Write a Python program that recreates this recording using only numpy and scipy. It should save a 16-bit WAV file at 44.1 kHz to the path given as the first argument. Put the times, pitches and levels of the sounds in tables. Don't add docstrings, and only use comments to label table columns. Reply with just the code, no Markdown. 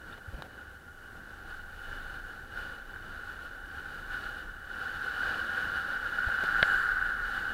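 import sys
import numpy as np
from scipy.fft import rfft, irfft, next_fast_len
from scipy.io import wavfile
from scipy.ndimage import map_coordinates

SR = 44100
rng = np.random.default_rng(int(sys.argv[2]) if len(sys.argv) > 2 else 0)


def put_to_file(sound):
    columns = np.atleast_2d(sound).T
    safe = np.clip(columns, -1, 1)
    whole_steps = np.round(safe * 32767)
    wavfile.write(sys.argv[1], SR, whole_steps.astype(np.int16))


N = 332205

# (time [s], strength [dB])
ROLL_STRENGTH = [(0.0, -49), (0.12, -41.5), (0.2, -48), (0.67, -45), (0.83, -51), (1.44, -45.5),
                 (1.51, -39), (1.64, -46.5), (1.94, -39.0), (2.47, -46), (2.59, -38.5), (2.86, -45),
                 (3.32, -39.5), (3.68, -47), (3.79, -39), (4.09, -41.5), (4.15, -33), (4.57, -46.5),
                 (4.88, -34), (4.93, -37.5), (5.24, -30), (6.08, -33.5), (6.73, -30), (7.17, -36),
                 (7.36, -33), (7.53, -36)]
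# (centre [Hz], width [Hz], relative level [dB])
CASE_MODES = [(1428, 107, -2.5), (1513, 143, -1.5), (1676, 207, -6)]
WALL_MODES = [(511, 70, -5), (799, 45, 1), (1125, 36, -2.5)]
UPPER_MODES = [(2944, 73, 1.5), (3560, 110, -10), (3890, 240, -13.5), (4410, 470, -15)]
# (frequency [Hz], gain [dB])
HUM_FILTER = [(600, -39), (1000, -5), (1300, -1), (1450, 5), (1780, -2), (2000, -9.5), (2500, -22.5),
              (4000, -46)]
# (frequency [Hz], relative density [dB per Hz])
RASP_SPECTRUM = [(1200, -32), (2000, -6), (2450, 1), (3200, -3), (4000, -1.5), (4700, -5), (5000, -8.5),
                 (6500, -8), (10000, -40)]
ROAR_SPECTRUM = [(40, -11.5), (100, 0.5), (170, 1), (300, 0), (450, -2.5), (680, -7), (1000, -10),
                 (2000, -13), (4000, -54)]
HISS_SPECTRUM = [(1500, -0.5), (4000, -7.5), (5600, 2), (7000, 1), (8700, 0), (10500, 0), (12400, -0.5),
                 (13200, -0.5), (15000, -4.5), (15800, -7)]
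RUMBLE_SPECTRUM = [(8, -24), (20, -4), (29, 0), (36, -4.5), (50, -10.5), (70, -24), (200, -55)]
DRUM_SPECTRUM = [(40, -30), (60, -3), (73, -0.5), (88, -2), (105, -10.5), (130, -19), (300, -43)]
# (time [s], relative level [dB])
STONE_HITS = [(1.929, -23.5), (2.574, -26), (2.9607, -27), (4.344, -27), (5.0866, -24), (5.233, -17),
              (6.2428, -13), (7.013, -13)]
# (time [s], deep rumble level [dB])
HEAVE_LEVEL = [(0, -57), (.75, -62), (1.1, -55), (1.9, -45.5), (2.4, -51), (3.6, -53.5), (4.3, -47.5),
               (5.2, -55.5), (6.1, -53), (7.1, -44), (7.53, -48.5)]
# (time [s], peak level [dB], frequency
# [Hz], Gaussian sigma [s])
FRAME_BUMPS = [(.288, -35.5, 84.6, 0.0064), (0.347, -31.5, 45.4, 0.0086), (.389, -44, 150, 0.011),
               (6.276, -26, 53, 0.0043), (6.628, -25, 133, 0.0018)]
# (time [s], relative level [dB])
MOUNT_TICKS = [(.178, -40.5), (.422, -29.5), (6.4385, -30)]
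# (frequency [Hz], gain [dB])
TICK_FILTER = [(100, -12), (500, 2.5), (1000, 7), (2500, -3), (4000, -5), (5500, -19), (12000, -23),
               (16000, -32)]
# (time [s], relative level [dB])
MOUNT_CLACKS = [(6.6281, -9)]
# (frequency [Hz], relative level [dB], t60 [s])
CLACK_RESONANCES = [(630, -5, 0.012), (1630, 5.5, 0.017), (2080, -3.5, 0.013), (3230, 1.5, 0.0038),
                    (3740, -6, 0.0039)]
# (time [s], level at the peak [dB], Gaussian sigma [s])
RATTLE_BURSTS = [(0.184, -48, .004), (0.341, -49, 0.0091), (.392, -49, 0.015), (0.456, -48.5, 0.012),
                 (6.288, -38, 0.0049), (6.438, -40, 0.006)]
# (frequency [Hz], relative density [dB per Hz])
RATTLE_SPECTRUM = [(60, -15), (140, 3), (300, -3.5), (560, 0), (750, -2), (1100, -15), (2500, -16),
                   (6000, -36)]
# (centre [Hz], width [Hz], relative level [dB])
SIZZLE_MODES = [(4550, 260, 7), (7400, 490, 4), (9900, 550, 2), (11400, 600, -2), (13100, 500, -4)]
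# (lowest level [dB], highest level [dB])
HISS_LIMITS_DB = (-69.5, -60.5)

TOP_HZ = 15800
CRUISE_DB = -40
HUM_DB, WALLS_DB, RASP_DB, ROAR_DB, HISS_DB, DRUM_DB = -43.5, -56, -58, -54.5, -66.5, -56.5
HUM_DB_PER_DB, WALLS_DB_PER_DB, RASP_DB_PER_DB = 1.065, 0.78, 0.94
ROAR_DB_PER_DB, HISS_DB_PER_DB, DRUM_DB_PER_DB = 0.42, 0.65, 0.18
CAR_S, CAR_GAP_M, CAR_M_PER_S, CAR_DB = 6.73, 5.03, 21.5, -28


def tyres(surface_db):
    hum = amp(HUM_DB + effort_db(HUM_DB_PER_DB)) * case_hum()
    walls = amp(WALLS_DB + effort_db(WALLS_DB_PER_DB)) * ringing(WALL_MODES, spread_db=2)
    rasp_db = RASP_DB + effort_db(RASP_DB_PER_DB)
    rasp = amp(rasp_db - 1.0) * ringing(UPPER_MODES, spread_db=2.8)
    rasp += amp(rasp_db - 4.0) * noise(RASP_SPECTRUM)
    return amp(surface_db) * (hum + walls + lowpass(rasp, 5600))


def case_hum():
    return unit(coloured(ringing(CASE_MODES, spread_db=1.5), HUM_FILTER))


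def effort_db(db_per_db):
    strength_db, = curves(ROLL_STRENGTH)
    return db_per_db * (strength_db - CRUISE_DB)


def stones(hz=1500, t60_s=0.03, attack_s=0.00082):
    out = np.zeros(N + SR)
    t = np.arange(SR // 10) / SR
    for s, db in STONE_HITS:
        decay = amp(db - 3.0 - 60 * t / t60_s)
        ping = decay * (1 - np.exp(-t / attack_s)) * np.sin(2 * np.pi * hz * t)
        out[round(s * SR):][:len(t)] += ping
    return out[:N]


def rush(surface_db, sway_db=1.0):
    roar_db = ROAR_DB + effort_db(ROAR_DB_PER_DB) + 0.57 * surface_db + sway_db * wobble(11)
    hiss_db = np.clip(HISS_DB + effort_db(HISS_DB_PER_DB), *HISS_LIMITS_DB) + 0.67 * surface_db
    return amp(roar_db) * noise(ROAR_SPECTRUM) + amp(hiss_db) * noise(HISS_SPECTRUM)


def frame():
    rumble_db, = curves(HEAVE_LEVEL)
    out = amp(rumble_db) * noise(RUMBLE_SPECTRUM)
    out += amp(DRUM_DB + effort_db(DRUM_DB_PER_DB)) * noise(DRUM_SPECTRUM)
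    for s, db, hz, sigma_s in FRAME_BUMPS:
        out -= amp(db) * bell(s, sigma_s) * np.cos(2 * np.pi * hz * (clock() - s))
    return out


def passing_car(span_s=0.14, sizzle_db=-60):
    t = clock() - CAR_S
    nearness = CAR_GAP_M / np.hypot(CAR_GAP_M, CAR_M_PER_S * t)
    alongside = 1 / (1 + (t / span_s) ** 8)
    hum = amp(CAR_DB) * nearness * case_hum()
    sizzle = amp(sizzle_db) * alongside * ringing(SIZZLE_MODES, spread_db=3)
    return hum + sizzle


def mount(settle=0.085):
    ticks, clacks = np.zeros(N + SR), np.zeros(N + SR)
    t = np.arange(SR // 8) / SR
    for s, db in MOUNT_TICKS:
        decay = amp(db + 3.0 - 60 * t / 0.015)
        ticks[round(s * SR):][:len(t)] += decay * rng.standard_normal(len(t))
    ring = np.zeros(len(t))
    for hz, db, t60_s in CLACK_RESONANCES:
        attack = 1 - np.exp(-t / (settle * t60_s))
        ring += amp(db - 60 * t / t60_s) * attack * np.sin(2 * np.pi * hz * t)
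    for s, db in MOUNT_CLACKS:
        clacks[round(s * SR):][:len(t)] += amp(db + 3) * ring
    return coloured(ticks[:N], TICK_FILTER) + lowpass(clacks[:N], 5500)


def rattles():
    envelope = sum(amp(db) * bell(s, sigma_s) for s, db, sigma_s in RATTLE_BURSTS)
    return noise(RATTLE_SPECTRUM) * envelope


def squeak(s=0.13, sigma_s=0.003, db=-50):
    pitch_hz = 3480 + 170 * wobble(400)
    return amp(db) * bell(s, sigma_s) * tone(pitch_hz)


def whine(low_hz=9483, high_hz=9555, db=-87):
    return amp(db) * sum(tone(hz + 2.5 * wobble(5)) for hz in (low_hz, high_hz))


def ringing(modes, spread_db):
    total = np.zeros(N)
    for centre_hz, width_hz, db in modes:
        def response(f):
            damping = 1j * f * width_hz
            return amp(db) * damping / (centre_hz * centre_hz - f * f + damping)
        total += filtered(grit(spread_db), response)
    return unit(total)


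def grit(spread_db):
    return rng.standard_normal(N) * amp(spread_db * wobble(350))


def noise(points):
    return unit(coloured(rng.standard_normal(N), points))


def coloured(x, points):
    f, db = np.transpose(points)
    return filtered(x, lambda hz: amp(np.interp(np.log(hz + 1), np.log(f), db)))


def lowpass(x, corner_hz):
    return filtered(x, lambda hz: 1 / (1 + (hz / corner_hz) ** 8))


def filtered(x, response):
    m = next_fast_len(N + SR // 2)
    return irfft(rfft(x, m) * response(np.fft.rfftfreq(m, 1 / SR)), m)[:N]


def tone(hz):
    return np.sin(2 * np.pi * np.cumsum(hz) / SR)


def bell(s, sigma_s):
    return np.exp(-0.5 * ((clock() - s) / sigma_s) ** 2)


def wobble(knots_per_s):
    knots = rng.standard_normal(int(N * knots_per_s / SR) + 4)
    return map_coordinates(knots, [clock() * knots_per_s])


def curves(rows):
    s, *cols = np.transpose(rows)
    return [np.interp(clock(), s, c) for c in cols]


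def clock():
    return np.arange(N) / SR


def unit(x):
    return x / np.sqrt(np.mean(x ** 2) + 1e-20)


def amp(db):
    return 10 ** (np.asarray(db) / 20)


def scene(patchy_db=1.23):
    surface_db = patchy_db * wobble(18)
    rolling = tyres(surface_db) + stones() + rush(surface_db) + frame()
    loose_parts = rattles() + mount() + squeak()
    return (rolling + loose_parts + passing_car() + whine())[None]


def record(dry):
    return np.array([filtered(x, lambda hz: hz < TOP_HZ) for x in dry])


dry = scene()
out = record(dry)
put_to_file(out)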